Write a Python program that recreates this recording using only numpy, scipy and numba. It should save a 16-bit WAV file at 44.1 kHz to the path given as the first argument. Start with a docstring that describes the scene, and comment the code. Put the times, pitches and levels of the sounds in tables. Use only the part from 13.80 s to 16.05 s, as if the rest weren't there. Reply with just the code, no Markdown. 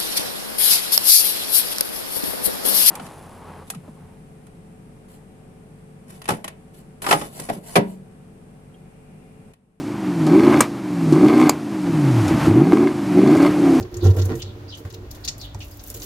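"""Squishy ball over a steel sink

A water-filled ball is squeezed close to the microphone in a small kitchen. The jet falls back in slugs
whose impacts drive the modes of the basin and throw spray. Wet rubber squelches under the fingers,
air and water fizz at the hole, an air pocket plops once, and single droplets tick nearby.
Short echoes, a faint hum and the rumble of the hands surround them."""
import sys
import numpy as np
from scipy import signal
from scipy.fft import rfft, irfft, next_fast_len
from scipy.io import wavfile
from scipy.ndimage import uniform_filter1d
from numba import njit

SR = 44100
rng = np.random.default_rng(int(sys.argv[2]) if len(sys.argv) > 2 else 0)


def materialize(psi):
    """Save the field psi as 16-bit PCM at rate SR to the path in sys.argv[1].

    A 1-D psi becomes a single channel; in a 2-D psi each row is a channel.
    """
    bounded = np.clip(np.atleast_2d(psi).T, -1, 1)
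    quanta = np.round(bounded * 32767).astype(np.int16)
    wavfile.write(sys.argv[1], SR, quanta)


N = 99225
T = np.arange(N) / SR

# Water landing in the sink. Each row: start in seconds, length in seconds, then the relative
# levels in dB of floor boom, wall tone, sheet ring, slap and spray.
LANDINGS = [(0.0, 0.0076, -27, -30.5, -31, -42, -49.5), (0.038, 0.017, -35, -39.5, -42.5, -44.5, -63),
            (0.111, 0.14, -59, -34, -44.5, -47, -61), (0.16, 0.028, -30, -49, -53, -61, -75),
            (0.224, 0.029, -17, -26, -28.5, -41, -44), (0.247, 0.0097, -10, -21, -20.5, -31, -46),
            (0.262, 0.047, -10, -55, -31, -42.5, -47.5), (0.332, 0.032, -32, -46, -33, -43.5, -54.5),
            (0.363, 0.026, -18, -57, -27.5, -37, -43), (0.391, 0.086, -17, -54, -35.5, -41, -49.5),
            (0.483, 0.041, -34, -30.5, -27.5, -32, -51), (0.542, 0.042, -43, -36.5, -45, -65, -45.5),
            (0.627, 0.068, -32.5, -44.5, -44, -68, -82), (0.726, 0.027, -35.5, -46.5, -47.5, -62, -80),
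            (0.805, 0.07, -40.5, -53.5, -49.5, -72, -80), (0.97, 0.021, -46, -49, -42.5, -53, -46),
            (1.046, 0.015, -27, -49, -44, -39.5, -55), (1.117, 0.131, -38, -48.5, -45, -55.5, -70),
            (1.322, 0.17, -54, -57, -56.5, -48, -56.5), (1.576, 0.057, -56, -68, -58, -71, -50),
            (1.746, 0.011, -29.5, -50, -43, -65, -70), (1.787, 0.02, -33, -68, -56, -70, -49.5),
            (1.82, 0.25, -51, -88, -61, -69, -53), (2.043, 0.072, -47.5, -68, -62, -55, -46),
            (2.139, 0.028, -39.5, -52.5, -44.5, -53, -38.5), (2.197, 0.068, -56, -54.5, -48.5, -46.5, -39)]
# Modes of the steel basin. Each row: frequency in Hz, bandwidth in Hz, relative level in dB.
BASIN_MODES = [(125, 20, 7), (152, 36, 0), (200, 40, 1.5), (240, 34, -0.5), (308, 42, 2), (357, 24, 1),
               (392, 34, 0), (451, 22, 6), (488, 46, -3), (630, 50, -12), (760, 60, -12), (965, 44, -14),
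               (1050, 50, -15), (1378, 44, -16)]
# Spectrum of water slapping steel. Each row: frequency in Hz, relative level in dB.
SLAP_SPECTRUM = [(130, 3), (300, -1), (700, 1.5), (880, -11), (1050, -2), (1450, -6), (1900, -5.5),
                 (2300, -11.5), (5000, -17.5), (16000, -44)]
# Spectrum of the spray. Each row: frequency in Hz, relative level in dB.
SPRAY_SPECTRUM = [(300, -42), (1500, -17), (3000, -2), (6000, -2), (9000, 5), (12500, 5.5), (15500, 2.5)]
# Wet rubber slipping under the fingers. Each row: start in seconds, length in seconds,
# centre in Hz, level in dB, left over right in dB.
RUBBER_SLIPS = [(0.023, 0.0076, 4560, -47, 2), (0.14, 0.0027, 5130, -40, 1),
                (0.1684, 0.0044, 7600, -39, 2.5), (0.242, 0.029, 5530, -40, 1),
                (0.302, 0.01, 4840, -44.5, -1), (0.387, 0.017, 4000, -40, 1), (0.415, 0.01, 4840, -38.5, 0),
                (0.62, 0.0061, 4560, -34, 1), (0.949, 0.0071, 6100, -46, 1), (0.978, 0.0062, 5760, -52, 3),
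                (1.103, 0.0086, 4100, -47.5, 4), (1.138, 0.01, 3800, -43, 0.5),
                (1.308, 0.0064, 5000, -44.5, 4.5), (1.347, .014, 4000, -52, 0),
                (1.447, 0.0081, 4700, -33.5, 4), (1.4763, 0.0027, 4850, -27.5, 7),
                (1.4826, 0.0036, 5160, -23.5, -3.5), (1.487, 0.0055, 5300, -29.5, 2),
                (1.613, 0.003, 5040, -40, 7.5), (1.804, 0.036, 4170, -47, 0),
                (1.994, 0.011, 4500, -47.5, 0), (2.141, 0.0062, 7400, -41, 3), (2.22, 0.012, 4150, -42, -2)]
# Air and water at the hole. Each row: start in seconds, length in seconds, first and last
# centre in Hz, level in dB, bandwidth over centre.
HOLE_FIZZES = [(0.205, 0.073, 4170, 3330, -45, 0.32), (0.592, 0.021, 2900, 3280, -43.5, 0.27),
               (0.637, 0.071, 3950, 3440, -51.5, 0.37), (0.876, 0.027, 4470, 5030, -48, 0.18),
               (0.898, 0.048, 4100, 3500, -45.5, 0.29), (0.922, 0.014, 3270, 3076, -39, 0.087),
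               (1.438, 0.0078, 4600, 4400, -35.5, 0.24), (1.592, 0.018, 5040, 4320, -45.5, 0.17),
               (1.615, 0.039, 4300, 3360, -42, 0.21), (1.661, 0.056, 4300, 3470, -54, 0.23),
               (1.804, 0.0088, 2950, 2720, -39.5, 0.23), (1.912, 0.011, 5230, 4950, -55, .15)]
# Single droplets. Each row: start in seconds, centre in Hz, click peak in dB, crackle level in dB.
DROPLET_IMPACTS = [(.008, 8300, -42, -39), (0.142, 12000, -36, -41), (.4529, 9700, -39, -31),
                   (0.457, 9700, -34, -30), (0.5548, 7950, -26.5, -37), (0.6231, 5900, -27, -49),
                   (1.1006, 12000, -48, -44), (1.125, 8400, -48, -41), (1.143, 12000, -45, -40),
                   (1.3111, 12100, -33, -32.5), (1.35, 10100, -34, -40), (1.449, 10600, -22, -28),
                   (1.5804, 10640, -40, -36.5), (1.746, 6200, -30.5, -40), (1.912, 13100, -36, -39),
                   (1.9703, 12900, -45, -38), (2.038, 11400, -27, -34), (2.065, 13100, -29, -44),
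                   (2.0745, 13200, -23, -39), (2.082, 10600, -24, -37), (2.1017, 11000, -11.5, -28),
                   (2.1444, 12100, -33, -36), (2.2197, 5900, -22.5, -40)]
# Rumble of the moving hands. Each row: time in seconds, level in dB.
HAND_RUMBLE = [(0, -42), (1.15, -53.5), (1.29, -37.5), (1.36, -43.5), (1.6, -37), (1.7, -41), (1.82, -41),
               (1.95, -44.5), (2.25, -39)]
# Spectrum of the room noise. Each row: frequency in Hz, relative level in dB.
AIR_SPECTRUM = [(25, -34), (60, -11), (105, 6.5), (170, -9.5), (300, -6), (430, -14.5), (600, -13.5),
                (900, -18), (2000, -26), (4500, -30.5), (7000, -40), (9000, -37), (14000, -41.5),
                (16000, -40)]
# Partials of the room's hum. Each row: frequency in Hz, mean level in dB.
HUM_PARTIALS = [(100, -54), (296, -54), (578, -61.5)]
# Stereo width. Each row: frequency in Hz, gain of the side signal in dB.
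SIDE_GAIN = [(60, -5.5), (140, -22.5), (350, -8.5), (700, 0), (1400, 1), (3000, 0), (16000, 0.5)]
# Microphone response. Each row: frequency in Hz, gain in dB.
MIC_RESPONSE = [(1000, 0), (5000, 0), (6900, 3), (8000, -6), (10200, -7), (12500, -1), (16000, -1)]


def basin():
    """Forced vibration: slugs of water swing the floor and wall, and their drops ring the sheet's modes."""
    # The shifting water bends both pitches.
    boom = wavering_tone(hz=96.5, wobble=0.013, rate=34.87) * landing(rise=0.011, t60=0.16, column=2)
    boom *= amp(1.64 * walk(40.47))
    wall = wavering_tone(hz=359, wobble=0.022, rate=34.87) * landing(rise=0.011, t60=0.21, column=3)
    wall *= amp(3.3 * walk(90))
    force = patter(per_s=1400, scatter_db=1) * landing(rise=0.0021, t60=0.078, column=4)
    ring = sum(amp(db) * double_band(force, hz, width / hz) for hz, width, db in BASIN_MODES)
    power_gain = sum(amp(2 * db) * width for _, width, db in BASIN_MODES) * np.pi / 2 / SR
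    ring /= np.sqrt(power_gain)
    return boom * pan(-1.1) + (wall + amp(4) * ring) * pan(-3)


def splash():
    """Impact noise: many small collisions add up to a dull slap and a bright, bubbly spray."""
    rise, t60 = 0.0025, 0.16  # seconds
    slap = unit(colour(patter(per_s=890, scatter_db=3), SLAP_SPECTRUM)) * landing(rise, t60, column=5)
    drops = unit(colour(patter(per_s=3300, scatter_db=5.5), SPRAY_SPECTRUM))
    spray = unit(drops + amp(-0.5) * froth(per_s=2600, scatter_db=5))
    spray *= landing(rise, t60, column=6) * amp(2 * walk(110))
    return amp(-4) * slap + spray


def froth(per_s, scatter_db):
    """Bubble resonance: each bursting bubble rings for a few cycles at a pitch set by its size."""
    pitches_hz = np.geomspace(1590, 14940, 16)
    bubbles = sum(band(patter(per_s / len(pitches_hz), scatter_db), hz, width=0.18) for hz in pitches_hz)
    return unit(colour(bubbles, SPRAY_SPECTRUM))


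def squelches():
    """Film rupture: slipping wet rubber gives off bursts of tiny pops."""
    out, t = np.zeros((2, N)), T[:SR // 4]
    for start, length, hz, db, pan_db in RUBBER_SLIPS:
        pops = unit(double_band(patter(per_s=1700, scatter_db=0, size=len(t)), hz, width=1))
        add(out, start, pops * swell(t, length, rise=0.00027, t60=0.037) * amp(db) * pan(pan_db))
    return out


def fizzes():
    """Cavity resonance: pops at the hole excite an air pocket of gliding pitch, and its octave."""
    out, t = np.zeros((2, N)), T[:SR // 4]
    for start, length, first_hz, last_hz, db, width in HOLE_FIZZES:
        hz = np.interp(t, [0, length], [first_hz, last_hz])
        pops = patter(per_s=2700, scatter_db=0.5, size=len(t))
        pocket = unit(double_band(pops, hz, width))
        octave = amp(-20.5) * unit(double_band(pops, 2 * hz, width))
        add(out, start, (pocket + octave) * swell(t, length, rise=0.0056, t60=0.14) * amp(db))
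    return out


def droplets():
    """Impact and reflection: a hard click, mirrored by the nearest surface, and a short bright crackle."""
    out, t = np.zeros((2, N)), T[:SR // 16]
    for start, hz, click_db, crackle_db in DROPLET_IMPACTS:
        tap = np.zeros((2, len(t)))
        tap[:, 0] = 1
        echo_s = (1 + rng.random(2)) * 0.00045
        tap[[0, 1], (echo_s * SR).astype(int)] += 0.5
        click = double_band(tap, hz, width=1)
        click /= np.abs(click).max()
        crackle = unit(band(patter(per_s=5500, scatter_db=0, size=len(t)), hz, width=0.73))
        crackle *= swell(t, length=3 / hz, rise=0.00077, t60=0.026)
        add(out, start, amp(click_db) * click + amp(crackle_db) * crackle)
    return out


def plop():
    """Damped oscillation: an air pocket opens with one hollow note and a dull knock of the rubber."""
    out, t = np.zeros((2, N)), T[:SR // 4]
    start_s, rise_s, note_hz = 1.746, 0.0018, 930
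    note = np.sin(2 * np.pi * note_hz * t) * swell(t, rise_s, rise_s, t60=0.022)
    knock = unit(double_band(rng.standard_normal((1, len(t))), hz=695, width=1.3))
    knock *= swell(t, rise_s, rise_s, t60=0.047)
    add(out, start_s, amp(-31) * note + amp(-38.5) * knock)
    return out


def reflections(x, t60, db):
    """Reverberation: dense echoes decay exponentially, independently on each side."""
    t = T[:SR // 2]
    tail = rng.standard_normal((2, len(t))) * swell(t, length=0, rise=0.0027, t60=t60)
    tail /= np.sqrt(np.sum(tail ** 2, axis=1, keepdims=True))
    return amp(db) * signal.fftconvolve(x, tail, axes=1)[:, :N]


def background():
    """Ambient noise: room air, hum, faint stray bubbles and the rumble of the hands superpose."""
    air = unit(colour(rng.standard_normal((2, N)), AIR_SPECTRUM)) * amp(-41.5 + walk(9.2))
    hum = sum(amp(db + 2 * walk(7.83)) * wavering_tone(hz, wobble=0.01008, rate=10)
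              for hz, db in HUM_PARTIALS)
    stray = froth(per_s=1400, scatter_db=-2) * amp(-66 + walk(11.5))
    rumble = unit(double_band(rng.standard_normal((1, N)), hz=52, width=0.55))
    rumble *= amp(np.interp(T, *np.array(HAND_RUMBLE).T))
    return air + hum + stray + rumble


def landing(rise, t60, column):
    """Incoherent addition: the envelopes of all landings sum in power, for one level column."""
    return np.sqrt(sum((amp(row[column]) * swell(T - row[0], row[1], rise, t60)) ** 2 for row in LANDINGS))


def swell(t, length, rise, t60):
    """Exponential decay after a linear rise and a hold until length; all times in seconds."""
    return np.clip(t / rise, 0, 1) * amp(-60 * np.maximum(t - length, 0) / t60)


def patter(per_s, scatter_db, size=N):
    """Shot noise: random impulses, each reaching the two microphone ports a little apart."""
    max_lag_s = 0.00025
    chance, bearing = rng.random((2, size))
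    strength = rng.choice([-1, 1], size) * amp(scatter_db * np.clip(rng.standard_normal(size), -2, 2))
    hits = np.flatnonzero(chance < per_s / SR)
    lag = np.round((2 * bearing[hits] - 1) * max_lag_s * SR).astype(int)
    out = np.zeros((2, size))
    out[0, hits] = strength[hits]
    out[1, np.clip(hits + lag, 0, size - 1)] = strength[hits]
    return unit(out)


def wavering_tone(hz, wobble, rate):
    """Frequency modulation: a sine of rms 1 whose pitch wanders by the fraction wobble."""
    return np.sqrt(2) * np.sin(2 * np.pi * np.cumsum(hz * (1 + wobble * walk(rate))) / SR)


def walk(rate):
    """Low-pass noise of rms 1, smoothed from rate random steps a second."""
    hold = int(SR / rate)
    steps = np.repeat(rng.standard_normal(N // hold + 1), hold)
    return unit(uniform_filter1d(uniform_filter1d(steps, hold), hold)[:N])


@njit
def resonator(x, hz, width):
    """State-variable band-pass with a moving centre; width is bandwidth over centre."""
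    y, band_state, low_state = np.empty(len(x)), 0., 0.
    for i in range(len(x)):
        g = np.tan(np.pi * min(hz[i], .44 * SR) / SR)
        passed = (band_state + g * (x[i] + 1e-18 - low_state)) / (1 + g * (g + width))
        band_state = 2 * passed - band_state
        low_state += 2 * g * passed
        y[i] = width * passed
    return y


def band(x, hz, width):
    """One resonance on every channel."""
    return np.array([resonator(channel, hz + np.zeros(len(channel)), float(width)) for channel in x])


def double_band(x, hz, width):
    """Two equal resonances in cascade, for steeper skirts."""
    return band(band(x, hz, width), hz, width)


def colour(x, points):
    """Spectral shaping by a curve through (Hz, dB) points."""
    hz, db = np.array(points, float).T
    size = next_fast_len(N + 4096)
    bins_hz = np.maximum(np.fft.rfftfreq(size, 1 / SR), 1)
    gain = amp(np.interp(np.log(bins_hz), np.log(hz), db))
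    return irfft(rfft(x, size) * gain, size)[..., :N]


def amp(db):
    """Decibels to amplitude ratio."""
    return 10 ** (np.asarray(db) / 20)


def unit(x):
    """Normalisation to rms 1."""
    return x / np.sqrt(np.mean(x ** 2) + 1e-20)


def pan(db):
    """Channel gains that put the left db above the right."""
    return amp(np.array([[db], [-db]]) / 2)


def add(out, start, sound):
    """Superposition of a short sound, from start in seconds."""
    i = int(np.clip(start * SR, 0, N - 1))
    out[:, i:i + sound.shape[1]] += sound[:, :N - i]


def scene():
    """Direct and reflected sound: the basin booms to the right; the wet sounds echo in sink and kitchen."""
    steel = basin()
    wet = splash() + squelches() + fizzes() + droplets() + plop()
    wet += reflections(wet, t60=0.027, db=-5)  # sink
    wet += reflections(wet, t60=0.2, db=-10)  # kitchen
    left, right = wet + background()
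    side = colour((left - right) / 2, SIDE_GAIN)  # bass nearly alike on both sides
    return steel + (left + right) / 2 + np.array([side, -side])


def record(dry):
    """Frequency response: the microphone has a dip in the upper treble, and the top is cut steeply."""
    cutoff_hz = 15900
    low_pass = signal.ellip(10, .2, 80, cutoff_hz, fs=SR, output="sos")
    return signal.sosfilt(low_pass, colour(dry, MIC_RESPONSE))


dry = scene()
out = record(dry)
materialize(out)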